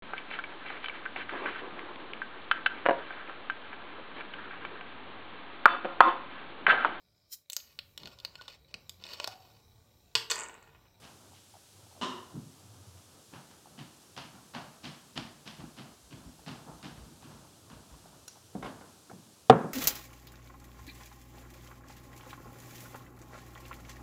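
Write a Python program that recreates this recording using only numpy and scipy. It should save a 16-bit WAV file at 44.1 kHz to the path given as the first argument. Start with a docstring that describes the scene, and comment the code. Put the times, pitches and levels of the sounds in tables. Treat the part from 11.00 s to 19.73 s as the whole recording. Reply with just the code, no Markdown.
"""A living room with a wooden floor: someone shuts a door in the next room, walks towards a small microphone on
a table, and sets down a bowl and then a glass. Short pulses shaped by a spectrum make the steps, fading tones
make the door leaf, table, bowl and a glassy clink, and fading noise makes the room's answers and the rattles.
Faint taps are brief tones that sag in pitch; a wavering hum, a murmur and a hiss are coloured noise."""
import sys
import numpy as np
from scipy import signal
from scipy.fft import rfft, irfft, next_fast_len
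from scipy.io import wavfile
from scipy.ndimage import uniform_filter1d, map_coordinates

SR = 44100
rng = np.random.default_rng(int(sys.argv[2]) if len(sys.argv) > 2 else 0)


def elevation(decibels):
    """Turn decibel levels (scalar or array-like) into linear amplitude ratios."""
    levels = np.asarray(decibels, float)
    return 10 ** (levels / 20)


def dump_mix(stems):
    """Bounce the given channels to the path in sys.argv[1] as a 16-bit WAV at rate SR."""
    frames = np.atleast_2d(stems).T  # one column per channel
    limited = np.clip(frames, -1, 1)  # hard clip at full scale
    pcm = np.round(limited * 32767).astype(np.int16)
    wavfile.write(sys.argv[1], SR, pcm)


N = 385095  # length of the scene in samples


def unit(x):
    """Scale a sound to rms 1."""
    return x / np.sqrt(np.mean(x ** 2) + 1e-20)


def along(points, hz):
    """Read a curve of (frequency [Hz], value) points on a log frequency axis."""
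    f, v = np.transpose(points)
    return np.interp(np.log(hz + 1), np.log(f + 1), v)


def coloured(spectrum):
    """Steady noise of rms 1 with this spectrum."""
    size = next_fast_len(N)
    gain = elevation(along(spectrum, np.fft.rfftfreq(size, 1 / SR)))
    white = rng.standard_normal(size)
    return unit(irfft(rfft(white) * gain, size)[:N])


def pulse(spectrum, size=8192):
    """The shortest causal (minimum-phase) pulse of energy 1 with this spectrum."""
    closed = [(0, -100)] + spectrum + [(SR / 2, -100)]
    gain = elevation(along(closed, np.fft.rfftfreq(size, 1 / SR)))
    cepstrum = irfft(np.log(gain), size)
    # folding the cepstrum forward packs the energy at the start
    cepstrum[1:size // 2] *= 2
    cepstrum[size // 2 + 1:] = 0
    p = irfft(np.exp(rfft(cepstrum)), size)[:size // 2]
    return p / np.linalg.norm(p)


def wobble(rate):
    """A smooth random curve with `rate` random knots a second."""
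    knots = rng.standard_normal(int(N * rate / SR) + 4)
    return map_coordinates(knots, [np.arange(N) * rate / SR])


def add(track, s, sound):
    """Mix a sound into the track, starting at s seconds."""
    start = round(s * SR)
    track[start:start + len(sound)] += sound[:len(track) - start]


# how long the room rings: (frequency [Hz], time to fade by 60 dB [s])
ROOM = [(60, 0.36), (160, 0.625), (420, 0.629), (1100, 0.6876), (2900, 0.495), (7700, 0.561), (14000, 0.1)]


def tail(rise):
    """A fresh diffuse answer of the room: noise that fills in over `rise` seconds and fades by pitch."""
    length = SR * 3 // 4
    hz, t, grains = signal.stft(rng.standard_normal(length), SR, nperseg=256)
    fade = elevation(-60 * t / along(ROOM, hz)[:, None])
    x = signal.istft(grains * fade, SR, nperseg=256)[1][:length]
    return x * (1 - np.exp(-np.arange(length) / SR / rise))


def answer(rise, arrivals, scuff_t60):
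    """The diffuse room plus early arrivals (time [s], level [dB]), each a short scuff of noise."""
    x = tail(rise)
    fade = elevation(-60 * np.arange(SR // 10) / SR / scuff_t60)
    for s, db in arrivals:
        strength = elevation(db + rng.normal(0, 2.3))
        add(x, s, strength * fade * rng.standard_normal(len(fade)))
    return x


# slow level of the low hum, before its wobble: (time [s], level [dB])
HUM = [(0, -82.5), (.3, -68), (1.5, -64.5), (1.9, -59.5), (2.3, -76.5), (4.5, -85), (6.5, -67.5),
       (8.73, -73)]
# slow level of the house murmur, before its wobble: (time [s], level [dB])
HOUSE = [(0, -60.5), (.5, -63), (4.4, -62.5), (5.4, -60.5), (8, -62.5), (8.73, -65)]
# colour of the murmur: (frequency [Hz], relative level [dB])
MURMUR = [(18, -50), (30, -34), (82, -6.5), (215, -9), (234, -12), (311, -9), (419, -12.5), (1340, -18),
          (2000, -36.5), (2600, -65), (4400, -120)]
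# colour of the hiss: (frequency [Hz], relative level [dB])
HISS = [(880, -59.5), (1500, -7), (1990, -11), (3100, -5), (6420, -4), (7150, -5), (7590, -4.5),
        (11700, -9.5), (15700, -20)]


def background():
    """An unsteady hum near 100 Hz, the murmur of the house and the microphone's own hiss, all coloured noise."""
    now = np.arange(N) / SR
    hum_db = np.interp(now, *np.transpose(HUM)) + 2.9 * wobble(3.12)
    hum = elevation(hum_db) * coloured([(60, -61.5), (92, -4.5), (102, -13), (114, -6.5), (160, -47), (400, -100)])
    murmur_db = np.interp(now, *np.transpose(HOUSE)) + 1.8 * wobble(11)
    murmur = elevation(murmur_db) * coloured(MURMUR)
    hiss = elevation(-61.5 + 0.3 * wobble(4)) * coloured(HISS)
    return hum + murmur + hiss


# footfalls: (time [s], sole slap level [dB], heel knock level [dB], board thud level [dB])
STEPS = [(.02, -54, -55, -61.5), (.333, -61, -71, -67), (1.34, -82.5, -59.5, -40.5),
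         (1.73, -78, -65.5, -61.5), (1.96, -69.5, -66, -75), (2.326, -55.5, -51, -51.5),
         (2.5, -65.5, -66, -63.5), (2.778, -52.5, -53.5, -49), (3.165, -45.5, -46.5, -47.5),
         (3.34, -69, -57.5, -53), (3.537, -46, -42, -44), (3.832, -44.5, -47.5, -45),
         (4.157, -42.5, -45, -41.5), (4.457, -47.5, -51, -51), (4.585, -58.5, -53, -45),
         (4.767, -51.5, -51.5, -47), (5.109, -56.5, -57.5, -45.5), (5.24, -73, -63.5, -52),
         (5.463, -47.5, -47.5, -43), (5.664, -72, -50, -50.5), (5.828, -49, -49, -43),
         (5.958, -63, -62, -52), (6.07, -78.5, -78.5, -54), (6.224, -60, -59.5, -51.5),
         (6.295, -63.5, -56.5, -50.5), (6.7, -60, -56, -51), (6.9, -70, -63, -59), (7.04, -74, -61, -59),
         (7.13, -78, -67.5, -59), (7.355, -80, -65.5, -70.5)]
# colours of the sole, of the heel (both before the pitch shift) and of the boards:
# (frequency [Hz], relative level [dB])
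SLAP = [(1200, -16), (2000, -6.5), (3100, 3), (3900, -3), (5000, -3.5), (7500, -18), (12000, -31.5)]
HEEL = [(220, -16), (380, -15), (700, -1), (1100, -1.5), (1750, -5), (2400, -26)]
BOARD = [(70, -20.5), (110, -7), (148, 1.5), (190, -5), (235, -2), (310, -8), (400, -16.5), (600, -34.5)]
# early answers of the walls: (delay [s], level [dB])
WALLS = [(.009, 0), (.02, -5.5), (.034, -2.5)]
# how the balance changes on the way: (time [s], first contact, the heel [dB], second contact, the sole [dB],
# lag from heel to sole [s], joist boom over the board thud [dB])
APPROACH = [(0, 0, -0.5, 0.0222, -29), (2.3, -2, 8.5, 0.0109, -23), (3.9, -4.5, 3, 0.01205, -22.5),
            (4.15, -4, 9, .019, -13), (4.6, -3, 8, .019, -13), (5.3, 4, 5, .018, -14.5),
            (7.4, 5, 3, 0.01682, -7.5)]


def steps():
    """Heel, then sole, strike boards that thud at once, and the room answers; a weaker slap sounds lower."""
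    out, board = np.zeros(N), pulse(BOARD)
    when, *controls = np.transpose(APPROACH)
    for s, slap_db, heel_db, board_db in STEPS:
        # pitch ratio: 0.953 when sole and heel are equally loud
        pitch = np.clip(0.953 + 0.0081 * (slap_db - heel_db), .45, 1.05)
        shoe = 0
        for db, part in ((slap_db, SLAP), (heel_db, HEEL)):
            shoe = shoe + elevation(db) * pulse([(hz * pitch, level) for hz, level in part])
        first_db, sole_db, lag, _ = (np.interp(s, when, control) for control in controls)
        walls = [(lag + wait, wall_db) for wait, wall_db in WALLS]
        shoe_room = answer(rise=0.01076, arrivals=[(0, first_db), (lag, sole_db)] + walls, scuff_t60=0.0169)
        add(out, s, signal.fftconvolve(shoe, shoe_room))
        board_room = answer(rise=0.0087, arrivals=[(0.00091, 1.75)] + walls, scuff_t60=0.072)
        add(out, s, elevation(board_db) * signal.fftconvolve(board, board_room))
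    return out


# colour of the joists: (frequency [Hz], relative level [dB])
JOIST = [(20, -42), (55, 10.5), (90, -6), (140, -53)]
# extra booms, full weight on a springy joist: (time [s], level [dB])
BOOMS = [(4.585, -51.5), (5.01, -57), (5.24, -49.5), (5.664, -56.5), (5.958, -43.5), (6.9, -50.5),
         (7.549, -48.5)]


def joists():
    """Low booms straight through the floor: one under every step, and extra ones where the full weight lands."""
    out, joist = np.zeros(N), pulse(JOIST)
    shake = elevation(-60 * np.arange(SR // 2) / SR / 0.46)
    when, *_, boom_db = np.transpose(APPROACH)
    under_steps = [(s, board_db + np.interp(s, when, boom_db)) for s, *_, board_db in STEPS]
    for s, db in BOOMS + under_steps:
        add(out, s, elevation(db) * signal.fftconvolve(joist, shake * rng.standard_normal(len(shake))))
    return out


# faint dry taps, single or in short rattles:
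# (time [s], relative level [dB], starting pitch [Hz], rattle length [s])
TAPS = [(.319, -48.5, 950, .015), (.539, -42.5, 895, .028), (.866, -44.5, 850, .004),
        (0.912, -47, 920, .015), (.951, -43.5, 816, .04), (2.657, -43.5, 903, .015),
        (5.391, -42, 904, .004), (5.556, -40, 840, .004), (6.228, -39.5, 850, .004),
        (6.448, -43, 951, .004), (6.772, -44, 696, .004), (6.941, -44.5, 1103, .004),
        (7.057, -41, 759, .004), (7.128, -45, 808, .004), (7.357, -44.5, 913, .015),
        (8.097, -37.5, 1453, .004), (8.113, -32, 797, .004)]


def taps():
    """Bending waves in a board arrive treble first: a few rough cycles that sag in pitch."""
    out, t = np.zeros(N), np.arange(SR // 25) / SR
    sag, swell, gap = .05, .002, 0.013  # s: pitch decay, time to the peak, between contacts of a rattle
    for s, db, hz, length in TAPS:
        for k, wait in enumerate(np.arange(0, length, gap)):
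            # each contact of a rattle is lower than the one before
            turns = hz * 0.911 ** k * sag * (1 - np.exp(-t / sag))
            rough = 1 + .5 * unit(uniform_filter1d(rng.standard_normal(len(t)), size=40))
            swelling = t / swell * np.exp(-t / swell)
            tone = np.sin(2 * np.pi * (turns + rng.random()))
            add(out, s + wait, elevation(db) * rough * swelling * tone)
    return out


# contacts of the door, in turn latch, leaf and frame: (time [s], level [dB])
DOOR = [(1.012, -34), (1.021, -35), (1.036, -43.5)]
# ringing modes of the door leaf: (frequency [Hz], width [Hz], relative level [dB])
LEAF = [(239.2, 43, -1.5), (365.8, 31.6, -1.5), (639, 280, -4), (1005, 107, 5.5), (1174, 170, -5.5),
        (1733, 130, -11.5), (2860, 314, 1), (3600, 320, -8.5), (5200, 700, -17.5), (7500, 2000, -25.5)]
# colour of what passes round the corner: (frequency [Hz], relative level [dB])
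CORNER = [(60, -27), (150, 2), (1900, -2), (2400, 0), (3000, 1.5), (3900, 0), (4400, -4.5), (5500, -2.5),
          (9000, -10.5), (13000, -36)]


def door():
    """Three contacts ring the leaf, heard round a corner through the room; wider modes die sooner."""
    out, t = np.zeros(N), np.arange(SR // 10) / SR
    leaf = 0
    for hz, width, db in LEAF:
        fade = np.sqrt(width) * np.exp(-np.pi * width * t)
        leaf = leaf + elevation(db) * fade * np.cos(2 * np.pi * hz * t)
    leaf = signal.fftconvolve(leaf, pulse(CORNER))
    leaf = leaf / np.linalg.norm(leaf)
    for s, db in DOOR:
        room = answer(rise=0.0064, arrivals=[(0.001, 0)] + WALLS, scuff_t60=0.0308)
        add(out, s, elevation(db) * signal.fftconvolve(leaf, room))
    return out


# contacts of a small glassy clink: (time [s], level [dB])
SNAP = [(7.279, -47.5), (7.2812, -40)]
# its ringing modes: (frequency [Hz], relative level [dB], time to fade by 60 dB [s])
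CLINK = [(1500, -15, 0.06), (2797, -10.5, 0.027), (4050, -4, 0.022), (4900, -15.5, .013), (5770, -3, 0.054),
         (6850, -3, 0.03), (7670, -5.5, 0.013), (9980, -6, 0.021), (11340, -9, .015)]


def clink():
    """Two contacts ring a small hard thing; the room returns the crack, strongest near 6 kHz."""
    out, t = np.zeros(N), np.arange(SR // 8) / SR
    bright = pulse([(1000, -20), (4800, -10), (5900, -2.5), (7000, -12.5), (15000, -23)])
    for s, db in SNAP:
        ring = 0
        for hz, level, t60 in CLINK:
            ring = ring + elevation(level + rng.normal(0, 1.86) - 60 * t / t60) * np.sin(2 * np.pi * hz * t)
        burst = elevation(1 - 60 * t / 0.014) * rng.standard_normal(len(t))
        crack = np.convolve(burst, bright[:200])[:len(t)]
        add(out, s, elevation(db) * (ring + crack))
        add(out, s, elevation(db - 16.5) * signal.fftconvolve(bright, tail(rise=0.0076)))
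    return out


# bowl and glass set down: (time [s], ring level [dB], hardness [Hz], thud over the ring [dB])
SET_DOWN = [(7.55, -33, 420, -2.5), (7.626, -42, 4000, 2.5), (7.644, -43.5, 2520, 2),
            (7.656, -39.5, 2500, -0.5), (7.81, -58, 3000, 11), (8.098, -55, 1800, 5), (8.128, -38, 220, -7),
            (8.4972, -0.5, 2150, -11.5), (8.525, -21, 1200, 1.5), (8.553, -19.5, 500, -4.5),
            (8.608, -35.5, 1500, -1), (8.643, -27, 400, -2.5)]
# ringing modes of the table top, then of the bowl:
# (frequency [Hz], relative level [dB], time to fade by 60 dB [s])
TABLE = [(130.3, -21, 0.187), (250.4, -0.5, 0.0363), (319, -9.5, 0.051), (450.4, 0.5, 0.0745),
         (756.6, 5, 0.0416), (996, -12, 0.041), (1235.5, 2, 0.0245), (1377.5, -5.5, 0.0286),
         (1640, -17, 0.041), (1800, -15.5, 0.027), (2280, -25, 0.03), (2880, -8, 0.0166),
         (3520, -1, 0.0167)]
BOWL = [(728.6, 2.5, 0.066), (1068, -1, 0.104), (1616, -2, 0.073), (2193, 2, 0.053), (3026, -6, 0.065)]
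# colour of the table's dense small modes, the thud: (frequency [Hz], relative level [dB])
THUD = [(80, -22), (140, 2.5), (230, 5), (400, 0), (700, 1), (1600, -3), (2000, -11.5), (3300, -15),
        (5000, -28), (9000, -31)]


def table():
    """A blow rings the table top (and bowl) and thuds; a harder base reaches higher; the room returns the thud."""
    out, t = np.zeros(N), np.arange(SR // 4) / SR
    for s, db, hard_hz, thud_db in SET_DOWN:
        is_bowl = s < 8.3
        # the glass lands beside the microphone, so the room counts less
        room_db = thud_db + (-6 if is_bowl else -16)
        soft = lambda hz: 1 / (1 + (hz / hard_hz) ** 2)
        ring = 0
        for hz, level, t60 in TABLE + (BOWL if is_bowl else []):
            # each blow shares its strength a little differently among the modes
            fade = elevation(level + 1.5 * rng.normal() - 60 * t / t60)
            ring = ring + fade * soft(hz) * np.sin(2 * np.pi * hz * t)
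        add(out, s, elevation(db) * ring * (1 - np.exp(-t / 0.00215)))
        dense = pulse([(hz, level + 20 * np.log10(soft(hz))) for hz, level in THUD])
        burst = rng.standard_normal(len(t)) * elevation(thud_db - 60 * t / 0.0892)
        add(out, s, elevation(db) * signal.fftconvolve(dense, burst))
        add(out, s, elevation(db + room_db) * signal.fftconvolve(dense, tail(rise=0.0056)))
    return out


# rattles of the bowl, then chatter of the glass rim:
# (time [s], level [dB], brightest frequency [Hz], time to fade by 60 dB [s])
TICKS = [(7.627, -49.5, 2270, 0.07), (7.645, -50.5, 3200, .09), (7.66, -52.5, 2950, 0.29),
         (8.498, -15, 3600, 0.0034), (8.4993, -27, 4500, 0.0036), (8.5049, -17.5, 3150, 0.0027),
         (8.5099, -47, 6500, 0.013)]


def ticks():
    """Small bright cracks and rattles: fading noise coloured by a short pulse."""
    out, t = np.zeros(N), np.arange(SR // 8) / SR
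    for s, db, hz, t60 in TICKS:
        burst = rng.standard_normal(len(t)) * elevation(db - 60 * t / t60)
        colour = pulse([(hz / 4, -18), (hz, 0), (hz * 1.49, -8), (11000, -22), (15000, -36)])
        add(out, s, np.convolve(burst, colour[:200]))
    return out


def scene():
    """All the sounds together, on one channel."""
    return (background() + steps() + joists() + taps() + door() + clink() + table() + ticks())[None]


def top_cut(x):
    """Nothing passes above the cut-off."""
    return signal.sosfilt(signal.butter(12, 16410, fs=SR, output="sos"), x)


def record(dry):
    """The small microphone loses the deep bass below 40 Hz, and peaks beyond full scale are clipped."""
    bass_cut = signal.butter(2, 40, "high", fs=SR, output="sos")
    thin = signal.sosfilt(bass_cut, dry)
    mix = np.clip(thin, -1, 1)
    return top_cut(mix)


dry = scene()
out = record(dry)
dump_mix(out)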